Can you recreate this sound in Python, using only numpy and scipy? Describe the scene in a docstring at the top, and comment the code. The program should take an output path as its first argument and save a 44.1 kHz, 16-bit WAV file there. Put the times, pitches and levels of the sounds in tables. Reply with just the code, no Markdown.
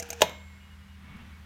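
"""A rotary phone dial runs home on a wooden table: the governor whirrs while pulse contacts, as plucked and
struck resonators, snap open and shut ten times a second. The dial then hits its stop: modes of case and frame
knock, the table thumps and metal parts ring faintly. Sparse decaying reflections form the room.
Room air (coloured noise) and a low engine-like hum (sine partials) run throughout; later come faint thin
whistles (gated tones) and a swell like passing traffic (noise under an envelope)."""
import sys
import numpy as np
from scipy import signal
from scipy.fft import rfft, irfft
from scipy.io import wavfile

SR = 44100
rng = np.random.default_rng(int(sys.argv[2]) if len(sys.argv) > 2 else 0)


def to_wav(s):
    """Save 16-bit WAV."""
    ch = np.atleast_2d(s).T  # columns
    pcm = np.round(np.clip(ch, -1, 1) * 32767)  # PCM
    wavfile.write(sys.argv[1], SR, pcm.astype(np.int16))


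def ratio(d):
    """dB to gain"""
    e = np.asarray(d, float) / 20
    return 10 ** e


N = 63945
STOP_S = 0.2195


def evened(x):
    """Scales x to rms 1."""
    return x / np.sqrt(np.mean(x ** 2) + 1e-20)


def read(points, hz):
    """Interpolates a (hz, value) table along log frequency."""
    f, value = np.transpose(points)
    return np.interp(np.log(hz + 1), np.log(f + 1), value)


def coloured(x, points):
    """Filters x by the (hz, db) curve, then scales it to rms 1."""
    gain = ratio(read(points, np.fft.rfftfreq(len(x), 1 / SR)))
    return evened(irfft(rfft(x) * gain, len(x)))


def slow(rate_hz):
    """Random wander of rms 1: sines up to rate_hz, the slower ones stronger."""
    t = np.arange(N) / SR
    wander = np.zeros(N)
    for f in np.geomspace(rate_hz / 10, rate_hz, 20):
        wander += np.sin(2 * np.pi * (f * t + rng.random())) / np.sqrt(f)
    return evened(wander)


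def rings(modes, seconds):
    """Response of an object to one sharp tap: decaying sine modes (hz, db, t60_s)."""
    t = np.arange(round(seconds * SR)) / SR
    return sum(ratio(db - 60 * t / t60_s) * np.sin(2 * np.pi * hz * t) for hz, db, t60_s in modes)


def crack(points, db, t60_s, seconds):
    """Many small modes blurred into a quickly dying burst of coloured noise."""
    t = np.arange(round(seconds * SR)) / SR
    return ratio(db - 60 * t / t60_s) * coloured(rng.standard_normal(len(t)), points)


def add(force, s, db, contact_s, share):
    """Adds one blow: a sharp first touch, then a share of chatter that swells and dies."""
    u = np.arange(600) / SR / max(contact_s, 1e-5)
    chatter = rng.standard_normal(600) * u * np.exp(-2 * u)
    chatter *= share / np.linalg.norm(chatter)
    chatter[0] += 1 - share
    part = force[round(max(s, 0) * SR):][:600]
    part += ratio(db) * chatter[:len(part)]


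def contacts():
    """The pulse contact snaps open with a spring twang and falls shut with a duller tap; faint ticks."""
    # contact snapping open: start_s, level_db
    opens = [(0.0, -24), (0.1036, -22.5), (0.2117, -29)]
    # contact falling shut: start_s, level_db
    shuts = [(0.024, -29), (0.1284, -29.5)]
    # cam and settling parts: start_s, level_db
    ticks = [(0.089, -38), (.1945, -70), (1.168, -55.5)]
    # contact spring plucked on opening: mode_hz, level_db, t60_s
    spring_modes = [(1443, -25, 0.036), (2148, -20, 0.051), (2676, -32, 0.031), (3450, -20, 0.034),
                    (5163, -20.5, 0.029), (5950, 3.5, 0.013), (6315, -10.5, 0.033), (6770, -10, 0.0093),
                    (7515, -8, 0.0105), (8791, -43, .03), (11510, -13.5, 0.0097), (13800, -5.5, 0.011)]
    # case answering the spring: mode_hz, level_db, t60_s
    case_answer = [(668, 1.4, .08), (480, -26, .03)]
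    # contact struck on closing: mode_hz, level_db, t60_s
    anvil_modes = [(820, -1, .05), (1642, -13, .04), (2345, -3.5, 0.033), (6239, -21.5, .03),
                   (7500, -9, .008), (8800, -2, .008)]
    # contact's blurred small modes: freq_hz, density_db_per_hz
    contact_crack = [(800, -31.5), (2500, -7), (4800, -10), (7000, 7), (9500, -15), (14000, -11.5),
                     (16000, -38)]
    # tick colour: freq_hz, density_db_per_hz
    tick_colour = [(2000, -2), (6000, -13.5), (10500, -5), (13000, -4.5), (16000, -13)]
    open_thump_db, open_crack_db, shut_crack_db = -9, -2, 0
    crack_t60_s, response_s = 0.027, 0.1

    pluck, tap, tick = np.zeros((3, N))
    for s, db in opens:
        add(pluck, s, db, contact_s=0.0014, share=0.5)
    for s, db in shuts:
        add(tap, s, db, contact_s=0.002, share=0.85)
    for s, db in ticks:
        add(tick, s, db, contact_s=0.002, share=0.8)

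    twang = rings(spring_modes, response_s)
    twang += ratio(open_thump_db) * rings(case_answer, response_s)
    twang += crack(contact_crack, open_crack_db, crack_t60_s, response_s)
    anvil = rings(anvil_modes, response_s)
    anvil += crack(contact_crack, shut_crack_db, crack_t60_s, response_s)
    tick_burst = crack(tick_colour, 0, 0.015, response_s)
    pairs = (pluck, twang), (tap, anvil), (tick, tick_burst)
    return sum(signal.fftconvolve(force, response) for force, response in pairs)[:N]


def knocks():
    """Blows at the stop excite the modes of the hollow case and metal frame, which radiate lows poorly."""
    # blows: start_s, case_db, frame_db, contact_s
    blows = [(0.208, -34, -38, 0.00189), (0.2179, -42, -25.5, .0008), (0.2194, -32.5, -11.5, 0.00031),
             (0.2211, -13.5, -29.5, 0.00027), (0.2344, -44, -44, 0.0011), (0.2952, -47, -44, 0.0015)]
    # hollow case: mode_hz, level_db, t60_s
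    case_modes = [(295, -19.5, 0.14), (433.2, -7.5, 0.09), (503.7, -5, .07), (612, -14, 0.041),
                  (628, 1, .06), (675, -1.5, .05), (859, 3, 0.057), (971, -5.5, 0.091), (1170, -42, 0.013),
                  (1696, -9, .04)]
    # metal frame: mode_hz, level_db, t60_s
    frame_modes = [(2166, -8, 0.061), (2466, -8.5, .04), (2916, -1.5, 0.02), (3205, 5, .012),
                   (3690, 4.5, 0.013), (4440, -8, 0.018), (5190, -7, .02), (6190, -4, 0.0091),
                   (6770, -8, 0.016), (7000, -5.5, 0.013), (11540, -14.5, 0.053)]
    radiates_above_hz, response_s = 272, 0.3

    case, frame = np.zeros((2, N))
    for s, case_db, frame_db, contact_s in blows:
        add(case, s, case_db, contact_s, share=0.12)
        add(frame, s, frame_db, contact_s, share=0.27)
    metal = rings(frame_modes, response_s) + crack(FRAME_CRACK, 9.5, 0.007, response_s)
    struck = signal.fftconvolve(case, rings(case_modes, response_s))
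    struck += signal.fftconvolve(frame, metal)
    highpass = signal.butter(2, radiates_above_hz, "high", fs=SR)
    return signal.lfilter(*highpass, struck)[:N]


# frame's blurred small modes: freq_hz, density_db_per_hz
FRAME_CRACK = [(800, -24), (1400, -14), (2000, -2), (3800, 3), (4900, -6), (6500, -1), (7600, -10),
               (10500, -14), (14000, -13), (15000, -26), (16000, -44)]


def stop_aftermath():
    """From STOP_S the table thumps with a slow rise, loose parts rattle and metal rings long."""
    # metal parts: mode_hz, level_db, t60_s
    ring_modes = [(1545, -60, 1.5), (2110, -46, .55), (2170, -47, 1.5), (3106, -54, .3), (3445, -50, .11),
                  (3930, -58, .45), (7364, -59, 1.5), (8253, -56, .3), (13330, -53, .25), (13480, -52, .14)]
    # table top: mode_hz, level_db, t60_s
    table_modes = [(120, -45, .2), (162, -36.5, .25), (199, -32.5, 0.17), (236, -45, .15)]
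    table_rise_s, rattle_db, rattle_t60_s = 0.0073, -25.5, 0.086

    out = np.zeros(N)
    at = round(STOP_S * SR)
    left_s = (N - at) / SR
    t = np.arange(N - at) / SR
    thump = rings(table_modes, left_s) * (1 - np.exp(-(t / table_rise_s) ** 2))
    rattle = crack(FRAME_CRACK, rattle_db, rattle_t60_s, left_s)
    out[at:] = rings(ring_modes, left_s) + thump + rattle
    return out


def whirr():
    """Dense random gear-tooth impulses over the governor's sagging drone until the dial stops."""
    # gear rattle colour: freq_hz, density_db_per_hz
    gear_colour = [(290, -20), (500, -35), (780, -6.5), (1100, -24), (1490, -9), (2160, -19.5),
                   (2600, -10.5), (3500, -21), (4770, -24), (6100, -18), (7200, -26), (8200, -31.5),
                   (15500, -40)]
    gears_db, teeth_per_s, tooth_spread_db = -50.5, 14000, 1.2
    start_hz, sag_hz_per_s, wander_rms_hz, drone_db = 480, 65, 2, -50.5
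    run_down_s = 0.012

    t = np.arange(N) / SR
    teeth = ratio(tooth_spread_db * rng.exponential(1, N)) * rng.standard_normal(N)
    teeth *= rng.random(N) < teeth_per_s / SR
    rattle = ratio(gears_db + 1.2 * slow(60)) * coloured(teeth, gear_colour)
    pitch_hz = start_hz + wander_rms_hz * slow(17) - sag_hz_per_s * t
    drone = np.sqrt(2) * np.sin(2 * np.pi * np.cumsum(pitch_hz) / SR)
    drone *= ratio(drone_db + 2.4 * slow(40))
    return (rattle + drone) * np.clip((STOP_S - t) / run_down_s, 0, 1)


def wall_clack():
    """The clack as the walls receive it, its resonances blurred over all directions."""
    # clack colour: freq_hz, density_db_per_hz
    clack_colour = [(150, -19), (350, 0.5), (700, 4.5), (1000, 0.5), (1300, -7), (2200, -3), (3900, -7.5),
                    (4900, -30), (6000, -3), (7200, -21.5), (8000, -11), (14200, -34), (15500, -51)]
    clack = coloured(np.arange(N) == round(STOP_S * SR), clack_colour)
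    return ratio(17.5) * clack / np.linalg.norm(clack)


def room(x):
    """Sparse reflections of random sign, each band dying at its own speed."""
    # room decay: freq_hz, t60_s
    room_decay = [(150, 0.9), (400, 0.35), (800, 0.42), (2000, 0.38), (4000, 0.45), (6500, 0.37),
                  (9000, 0.13), (14000, 0.43)]
    room_db = -21

    taps = np.zeros(SR // 2)
    at = np.arange(130, len(taps) - 10, 10)  # samples
    taps[at + rng.integers(0, 10, len(at))] = rng.choice([-1., 1.], len(at))
    hz, t, z = signal.stft(taps, SR, nperseg=256)
    decay = ratio(-60 * t / read(room_decay, hz)[:, None])
    tail = signal.istft(z * decay, SR, nperseg=256)[1]
    return ratio(room_db) * signal.fftconvolve(x, tail / np.linalg.norm(tail))[:N]


def traffic():
    """A swell like passing traffic: coloured noise under a level envelope."""
    # swell envelope: time_s, level_db
    pass_envelope = [(.9, -84), (.99, -57), (1.1, -48.5), (1.2, -48.5), (1.3, -52.5), (1.45, -68)]
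    # swell colour: freq_hz, density_db_per_hz
    traffic_colour = [(60, -3), (110, -1.5), (220, 3), (300, -17), (600, -23), (1200, -15), (2500, -19),
                      (3500, -23), (6000, -55.5)]
    t = np.arange(N) / SR
    envelope = ratio(np.interp(t, *np.transpose(pass_envelope)))
    return envelope * coloured(rng.standard_normal(N), traffic_colour)


def whistles():
    """Faint thin tones of steady pitch that come and go, their level fluttering a little."""
    # whistles: start_s, length_s, level_db, pitch_hz
    whistle_notes = [(.6, .08, -65, 2880), (.7, .05, -63, 2880), (.81, .04, -69, 2880),
                     (.88, .08, -66, 2878), (.9, .08, -69, 2215), (1.04, .19, -62, 2214),
                     (1.135, .1, -69, 2745), (1.31, .065, -62, 2217)]
    fade_s = 0.0051
    t = np.arange(N) / SR
    out = np.zeros(N)
    for s, length_s, db, hz in whistle_notes:
        tone = np.sqrt(2) * ratio(db + 1.6 * slow(39.7)) * np.sin(2 * np.pi * hz * t)
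        out += tone * np.clip(np.minimum(t - s, s + length_s - t) / fade_s, 0, 1)
    return out


def hum():
    """Low engine-like hum: harmonics share a wandering pitch, each wavers in level."""
    # hum partials: harmonic_order, rms_db
    hum_partials = [(2, -51), (4, -69.5), (5, -58.5)]
    base_hz, waver_rms_db = 39.23, 0.9
    turns = np.cumsum(base_hz * (1 + 0.004 * slow(4))) / SR
    out = np.zeros(N)
    for order, db in hum_partials:
        level = np.sqrt(2) * ratio(db + waver_rms_db * slow(13))
        out += level * np.sin(2 * np.pi * (order * turns + rng.random()))
    return out


def air():
    """Room air: coloured noise with a slight slow level wander."""
    # air colour: freq_hz, density_db_per_hz
    air_colour = [(30, -28.5), (50, -8.5), (62, 1.5), (110, -11), (230, -18), (300, -26), (600, -28.5),
                  (800, -26.5), (1000, -22.5), (2000, -22), (3200, -28), (4500, -33), (8000, -40),
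                  (15000, -43.5), (16400, -51)]
    return ratio(-54.5 + 0.6 * slow(2)) * coloured(rng.standard_normal(N), air_colour)


def scene():
    """Phone, its reflections and the background, as one channel."""
    phone = contacts() + knocks() + stop_aftermath() + whirr()
    walls = room(phone + wall_clack())
    background = traffic() + hum() + air()
    return (phone + walls + whistles() + background)[None]


def top_cut(x):
    """Nothing passes above the cut-off."""
    return signal.sosfilt(signal.butter(12, 16600, fs=SR, output="sos"), x)


def record(dry):
    """Linear-phase low-pass band limit, then the final stage."""
    edge_hz = 16500
    lowpass = signal.firwin(511, edge_hz, window=("kaiser", 9), fs=SR)
    mix = signal.oaconvolve(dry, lowpass[None], "same")
    return top_cut(mix)


dry = scene()
out = record(dry)
to_wav(out)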